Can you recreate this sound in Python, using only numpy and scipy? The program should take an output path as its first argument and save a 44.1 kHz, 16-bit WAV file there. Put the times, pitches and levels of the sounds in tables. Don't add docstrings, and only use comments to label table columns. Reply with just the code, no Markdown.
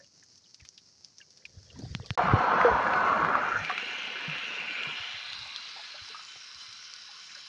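import sys
import numpy as np
from scipy import signal
from scipy.fft import rfft, irfft, next_fast_len
from scipy.io import wavfile
from scipy.ndimage import uniform_filter1d

SR = 44100
rng = np.random.default_rng(int(sys.argv[2]) if len(sys.argv) > 2 else 0)


def pcm_store(signal):
    levels = np.round(np.clip(np.atleast_2d(signal), -1, 1) * 32767)
    wavfile.write(sys.argv[1], SR, levels.astype(np.int16).T)


N = 329868
FFT_SIZE = 2 * next_fast_len(N)
TIME, BINS_HZ = np.arange(N) / SR, np.fft.rfftfreq(FFT_SIZE, 1 / SR)
CUT_START_S, CUT_END_S = 2.155, 2.175

# freq_hz, gain_db
SEA_COLOUR = [(35, -35), (75, -3), (170, 0.5), (300, -5.5), (600, -11.5), (1500, -14.5), (3600, -15.5),
              (4500, -1), (5500, 2.5), (6500, -4.5), (7600, -20.5), (10000, -34), (12500, -43)]
# freq_hz, gain_db
RUMBLE_COLOUR = [(25, -25), (60, -4.5), (100, -2.5), (160, -8.5), (400, -30), (1500, -79)]
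# crest_s, level_db, half_length_s
SURGES = [(0.63, -66, 0.032), (1.584, -58, 0.078), (1.898, -46, 0.14), (2.335, -32.5, 0.052),
          (2.739, -37.5, 0.037), (3.214, -52, 0.066), (3.586, -47, 0.049), (5.394, -62, 0.11)]
# start_s, level_db, pitch_hz, glide_ratio, t60_s, splash_share
NEAR_BUBBLES = [(.002, -53.5, 558, 0.015, 0.13, 0.36), (.002, -50, 1750, 0.044, 0.078, 0.2),
                (.043, -55, 2920, -.03, 0.041, 0.3), (.226, -54, 1875, -0.24, 0.045, 0.55),
                (.44, -52, 3950, -.1, 0.03, 0.9), (.458, -59, 3080, -.12, 0.063, 0.94),
                (.6, -50, 2500, -0.2, .05, 1), (.619, -47.5, 99.5, -0.4, 0.057, 0),
                (.624, -59, 1990, -.17, 0.044, .7), (1.203, -48.5, 1740, -0.15, .075, 0.1),
                (1.214, -41.5, 2890, -0.071, .035, 0.03), (1.224, -55, 2320, -.05, 0.04, 0),
                (1.424, -57, 2000, 0, 0.029, 0.5), (1.453, -31, 2610, -0.19, .023, 0.15),
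                (1.57, -41.5, 86.7, 0.17, 0.074, 0.3), (1.702, -43.5, 3050, -0.16, 0.028, 0.2),
                (1.757, -53, 990, -0.11, .08, .4), (1.787, -40, 309, -0.52, .15, 0),
                (1.79, -59, 1630, 0.14, 0.11, 0.8), (1.832, -36, 122, 0.031, 0.1, 0.1),
                (1.85, -46.5, 724, 0.086, 0.055, .3), (1.893, -55, 1830, 0, .06, 0.5),
                (1.901, -33.5, 88, -0.15, 0.091, 0.14), (2.024, -48, 3200, -.05, 0.033, .3),
                (2.043, -51, 2550, -0.038, .035, .2), (2.044, -53, 1150, 0, 0.1, 0),
                (2.19, -19, 769, -0.18, 0.12, .25), (2.235, -28.5, 174.6, 0.24, 0.23, 0.17),
                (2.6, -18.5, 1047, -.094, 0.092, .5), (2.612, -16, 1246, 0.035, .07, 0.2),
                (2.648, -11, 505, -.14, .16, .03), (2.68, -16, 720, -0.035, 0.083, 0.1),
                (3.191, -31.5, 338, -0.16, 0.11, 0.2), (3.227, -31.5, 166, -0.079, .15, 0.05),
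                (3.28, -28.5, 400, -0.0038, 0.11, .3), (3.519, -23, 1364, -0.063, .075, .3),
                (3.558, -22, 1405, 0.0069, 0.077, .3), (3.614, -41, 152, 0.084, .18, .1),
                (3.696, -28, 749, -0.043, 0.1, 0), (3.701, -24, 1100, 0.13, 0.078, .4),
                (4.156, -29.5, 1500, 0, 0.047, 0.2), (4.279, -32.5, 167, -0.2, 0.17, 0.01),
                (4.597, -50, 171, -.083, 0.14, 0), (4.868, -42.5, 158, -0.12, 0.14, .3),
                (4.999, -49, 118, -.45, 0.069, 0.05), (5.139, -52, 120, -0.41, .11, 0),
                (5.455, -48, 744, 0.027, .12, 0.8), (5.585, -42, 1484, -0.052, 0.054, 0.33),
                (5.762, -41.5, 764, 0.27, .06, .6), (5.776, -45, 1023, 0.41, 0.085, 0.8),
                (5.792, -41, 840, .02, 0.075, 0.2), (5.943, -48, 595, 0.028, .11, 0),
                (5.948, -53, 755, 0.077, .14, 0.7), (6.014, -44.5, 104, -0.23, 0.064, 0.2),
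                (6.083, -46, 875, -.03, .06, .4), (6.099, -53.5, 450, 0.02, 0.12, 0.95),
                (6.146, -34.5, 1207, 0.11, 0.08, .2), (6.19, -42, 1250, 0.028, 0.065, 0.85),
                (6.355, -52, 724, -0.11, 0.064, 1), (6.554, -57, 85, -0.043, 0.071, 0.2),
                (6.681, -62, 109.6, 0, 0.11, 0.06), (7.09, -52, 860, -0.092, 0.075, .2),
                (7.292, -40.5, 2390, -0.024, 0.035, .7), (7.307, -43, 1800, -.06, 0.047, 0.36),
                (7.352, -42.5, 1634, -0.012, 0.069, .3), (7.357, -50, 1300, -0.073, .05, .6),
                (7.36, -58, 660, -0.32, .1, .7)]
# start_s, level_db, pitch_hz, scatter_db, sharpness_q
TICKS = [(0.236, -50, 6400, -52.5, 4.2), (0.377, -59, 5830, -54, 6), (.545, -33.5, 5160, -49.5, 2.9),
         (.6, -56, 2400, -55, 1.5), (.650, -58, 3560, -48, 1.1), (0.689, -28.5, 5850, -52, 8),
         (0.778, -34.5, 4960, -54, 3.3), (0.781, -43, 3520, -53, 3), (1.047, -29.5, 5350, -48, 7),
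         (1.184, -32, 5600, -50, 5.6), (1.304, -49, 5400, -52.5, 4.4), (1.374, -39, 5140, -53, 3),
         (1.454, -36.5, 4800, -49, 3), (1.789, -39, 6030, -49, 2.8), (2.0606, -33, 4570, -44, 3.5)]
# freq_hz, gain_db
SNAP_ROLLOFF = [(6300, 0), (7500, -11), (10000, -13), (12000, -24)]
# freq_hz, gain_db
LAP_COLOUR = [(200, -22), (500, -3), (800, -20), (1300, -21), (1850, -10.5), (2400, -23), (3300, -15.5),
              (5000, -11.5), (9000, -38), (13000, -70)]
# freq_hz, gain_db
SLOSH_COLOUR = [(100, 4.5), (280, 7.5), (450, -6), (750, -9), (1100, -19), (2000, -30), (4000, -60)]
# start_s, click_db, click_hz, thump_db, thump_hz, thump_t60_s
KNOCKS = [(1.950, -14, 2970, -26, 193, 0.029), (1.9994, -35.5, 790, -33, 149, .045),
          (2.1058, -13.5, 2700, -24, 153, 0.046), (2.336, -12, 252, -10, 154, 0.039),
          (6.361, -48.5, 497, -60, 167, 0.044)]
# time_s, commonest_pitch_hz, level_db
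CLOUD_COURSE = [(2.18, 1030, -8), (2.3, 1140, -10.5), (2.64, 1100, -8.3), (2.8, 1125, -10),
                (2.95, 1096, -10.5), (3.3, 1150, -11.5), (3.44, 1290, -14.5), (3.56, 1540, -18),
                (3.61, 2010, -22), (3.68, 2500, -23.5), (3.95, 2740, -24.5), (4.85, 2830, -25),
                (5.08, 3100, -26), (5.22, 3800, -29), (5.55, 4200, -30.5), (5.72, 4640, -30.5),
                (6.12, 4790, -33), (6.28, 5180, -35.5), (7.48, 5340, -36.5)]
# pitch_ratio, gain_db
BUBBLE_SIZES = [(0.1, -27), (0.25, -11), (0.5, -7.5), (0.75, -3.5), (1.0, 0.92), (1.25, -7), (1.6, -12),
                (2.5, -23), (4.0, -30.5), (8.0, -48.5), (11, -68.5)]
# freq_hz, gain_db
HOUSING_COLOUR = [(150.0, -0.5), (350.0, -9.5), (600.0, -1), (1000.0, -4.5), (1500.0, -5), (2000.0, -3),
                  (3000.0, -3), (4500.0, -5.5), (5600.0, -5), (6500.0, -22.5), (7500.0, -23), (10000, -24),
                  (12000.0, -44)]
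# freq_hz, half_width_hz, gain_db
HOUSING_MODES = [(732, 36, 5), (875, 60, 3), (985, 50, 4), (1095, 48, 6.5), (1222, 48, 6.5), (1355, 58, 9),
                 (1495, 75, 11.5), (1675, 75, 7.5), (1845, 40, 3), (2050, 55, 4), (2150, 60, 5),
                 (2365, 85, 7.5), (2590, 75, 4.5), (2770, 100, 5), (2920, 80, 3), (3340, 110, 2.5),
                 (3640, 90, 1)]
# freq_hz, gain_db
GURGLE_COLOUR = [(70, -31), (130, -14), (220, -3), (350, -7), (500, -1.5), (800, -23), (1000, -38)]
# freq_hz, gain_db
FIZZ_COLOUR = [(780, -77), (1050, -44), (1500, -52.5), (2200, -82), (3500.0, -92.5), (5600.0, -48.5),
               (6800.0, -54), (7700.0, -67.5), (9700.0, -77), (11200.0, -93), (13000.0, -102)]
# freq_hz, width_hz, gain_db
FIZZ_RINGS = [(3060, 80, -34.5), (3620, 110, -45), (3990, 150, -38), (4830, 280, -44), (5260, 180, -39.5),
              (5710, 120, -47), (6370, 110, -48)]
# freq_hz, gain_db
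CRACKLE_COLOUR = [(2000, -18), (4000, -6), (6200, 5.5), (7500, -5.5), (10000, -14), (12000, -32.5)]
# time_s, level_db
SIZZLE_LEVEL = [(2.25, -93), (2.38, -93), (3.99, -81.5), (4.33, -88), (4.77, -79), (5.7, -84.5),
                (6.33, -80.5), (6.43, -96), (6.61, -79.5), (7.41, -83), (7.45, -75.5)]
# freq_hz, gain_db
SIZZLE_COLOUR = [(7500, -31), (8800, -9), (9600, 4), (10200, -2.5), (10800, -12), (11600, -28)]
# start_s, level_db, pitch_hz, scatter_db
BURSTS = [(2.177, -17, 1100, -27), (2.614, -17, 1930, -34), (2.936, -22, 2400, -39),
          (3.084, -19, 1300, -40), (3.2012, -17, 1200, -40), (3.248, -12.5, 1200, -37),
          (3.3537, -10.5, 1210, -37), (3.649, -18.5, 2440, -35), (3.651, -30, 4000, -43),
          (3.697, -21, 1500, -35), (3.712, -24, 1770, -35), (3.779, -16, 2410, -32),
          (3.7795, -26, 1400, -36), (4.2987, -23, 2600, -43), (4.383, -21, 2730, -41),
          (4.7086, -22, 2740, -40), (4.834, -21, 2890, -38), (5.1229, -27, 3200, -46),
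          (5.332, -22, 3980, -39), (5.391, -27, 4020, -43), (5.5615, -21.5, 3940, -38),
          (6.089, -31, 5450, -48), (6.25, -30, 5000, -48), (6.547, -28.5, 4800, -52),
          (6.614, -36, 4200, -44), (6.7275, -28, 4700, -42), (6.828, -38, 2000, -54),
          (6.938, -26.5, 5200, -43), (6.963, -34, 4600, -46), (7.3523, -32, 5200, -49)]


def amp(db):
    return 10 ** (np.asarray(db) / 20)


def unit_rms(x):
    return x / np.sqrt(np.mean(x ** 2) + 1e-20)


def colour_db(points, hz=BINS_HZ):
    freqs, gains_db = np.transpose(points)
    return np.interp(np.log(hz + 1e-6), np.log(freqs), gains_db)


def follow(rows, t):
    times, *columns = np.transpose(rows)
    return [np.interp(t, times, column) for column in columns]


def add(mix, start_s, sound):
    part = mix[max(round(start_s * SR), 0):][:len(sound)]
    part += sound[:len(part)]


def coloured(x, gain_db):
    return irfft(rfft(x, FFT_SIZE) * amp(gain_db))[:N]


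def to_spectra(x, frame=1024):
    return signal.stft(x, SR, nperseg=frame, noverlap=frame * 3 // 4)


def to_track(spectra, frame=1024):
    return signal.istft(spectra, SR, nperseg=frame, noverlap=frame * 3 // 4)[1][:N]


def ripple(shape, bins, frames):
    field = uniform_filter1d(rng.standard_normal(shape), bins, axis=0)
    return unit_rms(uniform_filter1d(field, frames, axis=1))


def patchy(x, depth_db, bins, frames, frame=512):
    spectra = to_spectra(x, frame)[2]
    return to_track(spectra * amp(depth_db * ripple(spectra.shape, bins, frames)), frame)


def pops(per_s, spread_db):
    size = amp(spread_db * np.minimum(rng.exponential(1, N), 5))
    return unit_rms(size * rng.choice([-1, 1], N) * (rng.random(N) < per_s / SR))


def climb_octaves(t, fresh_hz=1080):
    return np.log2(follow(CLOUD_COURSE, t)[0] / fresh_hz)


def sea(level_db=-61.5, hiss_share=0.56):
    far = np.sqrt(hiss_share) * rng.standard_normal(N)
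    nearer = np.sqrt(1 - hiss_share) * pops(per_s=900, spread_db=3.4)
    clicks = patchy(far + nearer, depth_db=-0.3, bins=8, frames=10)
    swell_db = 1.3 * unit_rms(np.interp(TIME, np.linspace(0, N / SR, 150), rng.standard_normal(150)))
    return amp(level_db + swell_db) * unit_rms(coloured(clicks, colour_db(SEA_COLOUR)))


def surge(crest_s, level_db, half_length_s):
    return amp(level_db) * np.exp(-((TIME - crest_s) / half_length_s) ** 2)


def flow(calm_db=-89, stirred_db=-53, fall_db_per_octave=30.5):
    rumble = unit_rms(coloured(rng.standard_normal(N), colour_db(RUMBLE_COLOUR)))
    stirred = (TIME >= CUT_END_S) * amp(stirred_db - fall_db_per_octave * climb_octaves(TIME))
    return (amp(calm_db) + stirred + sum(surge(*row) for row in SURGES)) * rumble


def ring(hz, t60_s, glide, rise_cycles=0.095):
    t = np.arange(int(t60_s * SR) + 2) / SR
    pitch_hz = hz * (1 + glide * (1 - np.exp(-4 * t / t60_s)))
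    envelope = amp(-60 * t / t60_s) * (1 - np.exp(-t * hz / rise_cycles))
    wave = envelope * np.sin(2 * np.pi * np.cumsum(pitch_hz) / SR)
    return wave / abs(wave).max()


def near_bubbles(gain_db=-1, echo_t60_s=0.03, wobble_ratio=0.094):
    out, t = np.zeros(N), np.arange(4096) / SR
    for start_s, level_db, hz, glide, t60_s, splash in NEAR_BUBBLES:
        clean = ring(hz, t60_s, glide, rise_cycles=0.5)
        lowpass = signal.butter(2, wobble_ratio * hz, fs=SR)
        wobble = signal.lfilter(*lowpass, rng.standard_normal(SR))[-len(clean):]
        echoes = rng.standard_normal(len(t)) * amp(-60 * t / echo_t60_s)
        blurred = signal.fftconvolve(clean * wobble, echoes)
        blurred *= np.linalg.norm(clean) / np.linalg.norm(blurred)
        add(out, start_s, amp(gain_db + level_db) * np.sqrt(1 - splash) * clean)
        add(out, start_s, amp(gain_db + level_db) * np.sqrt(splash) * blurred)
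    return out


def snap(hz, level_db, scatter_db, cycles, scatter_t60_s, q):
    t = np.arange(4096) / SR
    age = t * hz / cycles
    pulse = age * np.exp(1 - age) * np.sin(2 * np.pi * hz * t)
    scatter = unit_rms(signal.lfilter(*signal.iirpeak(hz, q, fs=SR), rng.standard_normal(len(t))))
    return amp(level_db) * pulse + amp(scatter_db - 60 * t / scatter_t60_s) * scatter


def ticks():
    out = np.zeros(N)
    for start_s, level_db, hz, scatter_db, q in TICKS:
        add(out, start_s, snap(hz, level_db, scatter_db, cycles=1.03, scatter_t60_s=0.065, q=q))
    return coloured(out, colour_db(SNAP_ROLLOFF))


def lapping(near_s=1.86, near_db=-57, rise_db_per_s=36, late_rise_db_per_s=2):
    wavelets = patchy(pops(per_s=3000, spread_db=2.5), depth_db=5, bins=4, frames=8)
    since_s = TIME - near_s
    level_db = near_db + np.minimum(rise_db_per_s * since_s, late_rise_db_per_s * since_s)
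    return amp(level_db) * unit_rms(coloured(wavelets, colour_db(LAP_COLOUR)))


def swarm(low_hz, high_hz, t60_cycles, glide_spread, count):
    out = np.zeros(N)
    for when, height, slide, force in rng.random((count, 4)):
        hz = low_hz * (high_hz / low_hz) ** height
        bubble = ring(hz, t60_cycles / hz, glide_spread * (2 * slide - 1))
        add(out, when * N / SR, amp(10 * force) * hz * bubble)
    return unit_rms(out)


def slosh():
    flurry = swarm(low_hz=108, high_hz=2300, t60_cycles=12, glide_spread=0.36, count=1700)
    fold = surge(crest_s=1.815, level_db=-46.5, half_length_s=0.04)
    return fold * unit_rms(coloured(flurry, colour_db(SLOSH_COLOUR)))


def knocks():
    out = np.zeros(N)
    for start_s, click_db, click_hz, thump_db, thump_hz, thump_t60_s in KNOCKS:
        click = snap(click_hz, click_db, click_db - 28, cycles=0.27, scatter_t60_s=0.0196, q=2.5)
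        add(out, start_s, click)
        add(out, start_s, amp(thump_db) * ring(thump_hz, thump_t60_s, glide=-0.5, rise_cycles=0.52))
    return coloured(out, colour_db(SNAP_ROLLOFF))


def housing_modes_db():
    return sum(db * np.exp(-((BINS_HZ - hz) / width) ** 2) for hz, width, db in HOUSING_MODES)


def cloud(gain_db=-0.5, churn_octaves=0.05, top_mode_db=8, top_mode_half_width_hz=160):
    hz, t, spectra = to_spectra(pops(per_s=9000, spread_db=2.2))
    pitch_hz, level_db = follow(CLOUD_COURSE, t)
    pitch_hz *= 2 ** (churn_octaves * ripple((1, len(t)), bins=1, frames=4)[0])
    sizes_db = colour_db(BUBBLE_SIZES, hz[:, None] / pitch_hz)
    flicker_db = ripple(spectra.shape, bins=10, frames=9)
    comb_db = 2 * ripple(spectra.shape, bins=2, frames=36)
    mode_hz = 4222 - 90.9 * climb_octaves(t)
    mode_db = top_mode_db * np.exp(-((hz[:, None] - mode_hz) / top_mode_half_width_hz) ** 2)
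    rush = to_track(spectra * amp(level_db + sizes_db + flicker_db + comb_db + mode_db))
    return coloured(rush, gain_db + colour_db(HOUSING_COLOUR) + housing_modes_db())


def gurgle(gain_db=-22, big_gone_hz=2990, gone_over_octaves=0.034, drop_db=13.5):
    rings = swarm(low_hz=77.4, high_hz=993, t60_cycles=20, glide_spread=0.08, count=2600)
    housed = coloured(rings, gain_db + colour_db(GURGLE_COLOUR) + housing_modes_db())
    pitch_hz, level_db = follow(CLOUD_COURSE, TIME)
    gone = 0.5 + 0.5 * np.tanh(np.log2(pitch_hz / big_gone_hz) / gone_over_octaves)
    return housed * amp(level_db - drop_db * gone)


def fizz(gain_db=-1.5, growth_db_per_octave=0.5, wake_s=5.9, wake_over_s=0.14, asleep_db=-20.5):
    hz, t, spectra = to_spectra(pops(per_s=3600, spread_db=3.7))
    drift_db = 1.7 * ripple(spectra.shape, bins=3, frames=40)
    drift_db += 1.8 * ripple(spectra.shape, bins=16, frames=100)
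    rings = sum(amp(db) / (1 + (2 * (hz - ring_hz) / width) ** 2) for ring_hz, width, db in FIZZ_RINGS)
    awake = amp(asleep_db * (0.5 - 0.5 * np.tanh((t - wake_s) / wake_over_s)))
    colour = amp(colour_db(FIZZ_COLOUR, hz)[:, None] + drift_db) + rings[:, None] * awake
    clusters_db = 2.5 * ripple(spectra.shape, bins=40, frames=22)
    fizzing = to_track(spectra * colour * amp(gain_db + clusters_db))
    return fizzing * amp(growth_db_per_octave * climb_octaves(TIME))


def crackle(level_db=-74, fall_db_per_octave=0.5):
    pricks = unit_rms(coloured(pops(per_s=70, spread_db=3), colour_db(CRACKLE_COLOUR)))
    return amp(level_db - fall_db_per_octave * climb_octaves(TIME)) * pricks


def sizzle():
    specks = patchy(pops(per_s=700, spread_db=3.9), depth_db=3.5, bins=10, frames=50, frame=1024)
    return amp(follow(SIZZLE_LEVEL, TIME)[0]) * unit_rms(coloured(specks, colour_db(SIZZLE_COLOUR)))


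def bursts():
    out = np.zeros(N)
    for start_s, level_db, hz, scatter_db in BURSTS:
        add(out, start_s, snap(hz, level_db, scatter_db, cycles=0.9, scatter_t60_s=0.032, q=3.8))
    return coloured(out, colour_db(SNAP_ROLLOFF))


def scene(screened_sea_db=-6):
    open_water = sea()
    before = open_water + lapping() + slosh() + ticks()
    fine_bubbles = crackle() + sizzle() + fizz()
    after = amp(screened_sea_db) * open_water + cloud() + gurgle() + bursts() + fine_bubbles
    surroundings = np.where(TIME < CUT_END_S, before, after)
    return (surroundings + flow() + near_bubbles() + knocks())[None]


def record(dry, low_cut_hz=42, high_cut_hz=12500, fade_s=0.0005):
    thin = signal.sosfilt(signal.butter(2, low_cut_hz, "high", fs=SR, output="sos"), dry)
    audible = np.clip(np.maximum(CUT_START_S - TIME, TIME - CUT_END_S) / fade_s, 0, 1)
    lowpass = signal.firwin(255, high_cut_hz, window=("kaiser", 8), fs=SR)
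    return signal.oaconvolve(thin * audible, lowpass[None], "same")


dry = scene()
out = record(dry)
pcm_store(out)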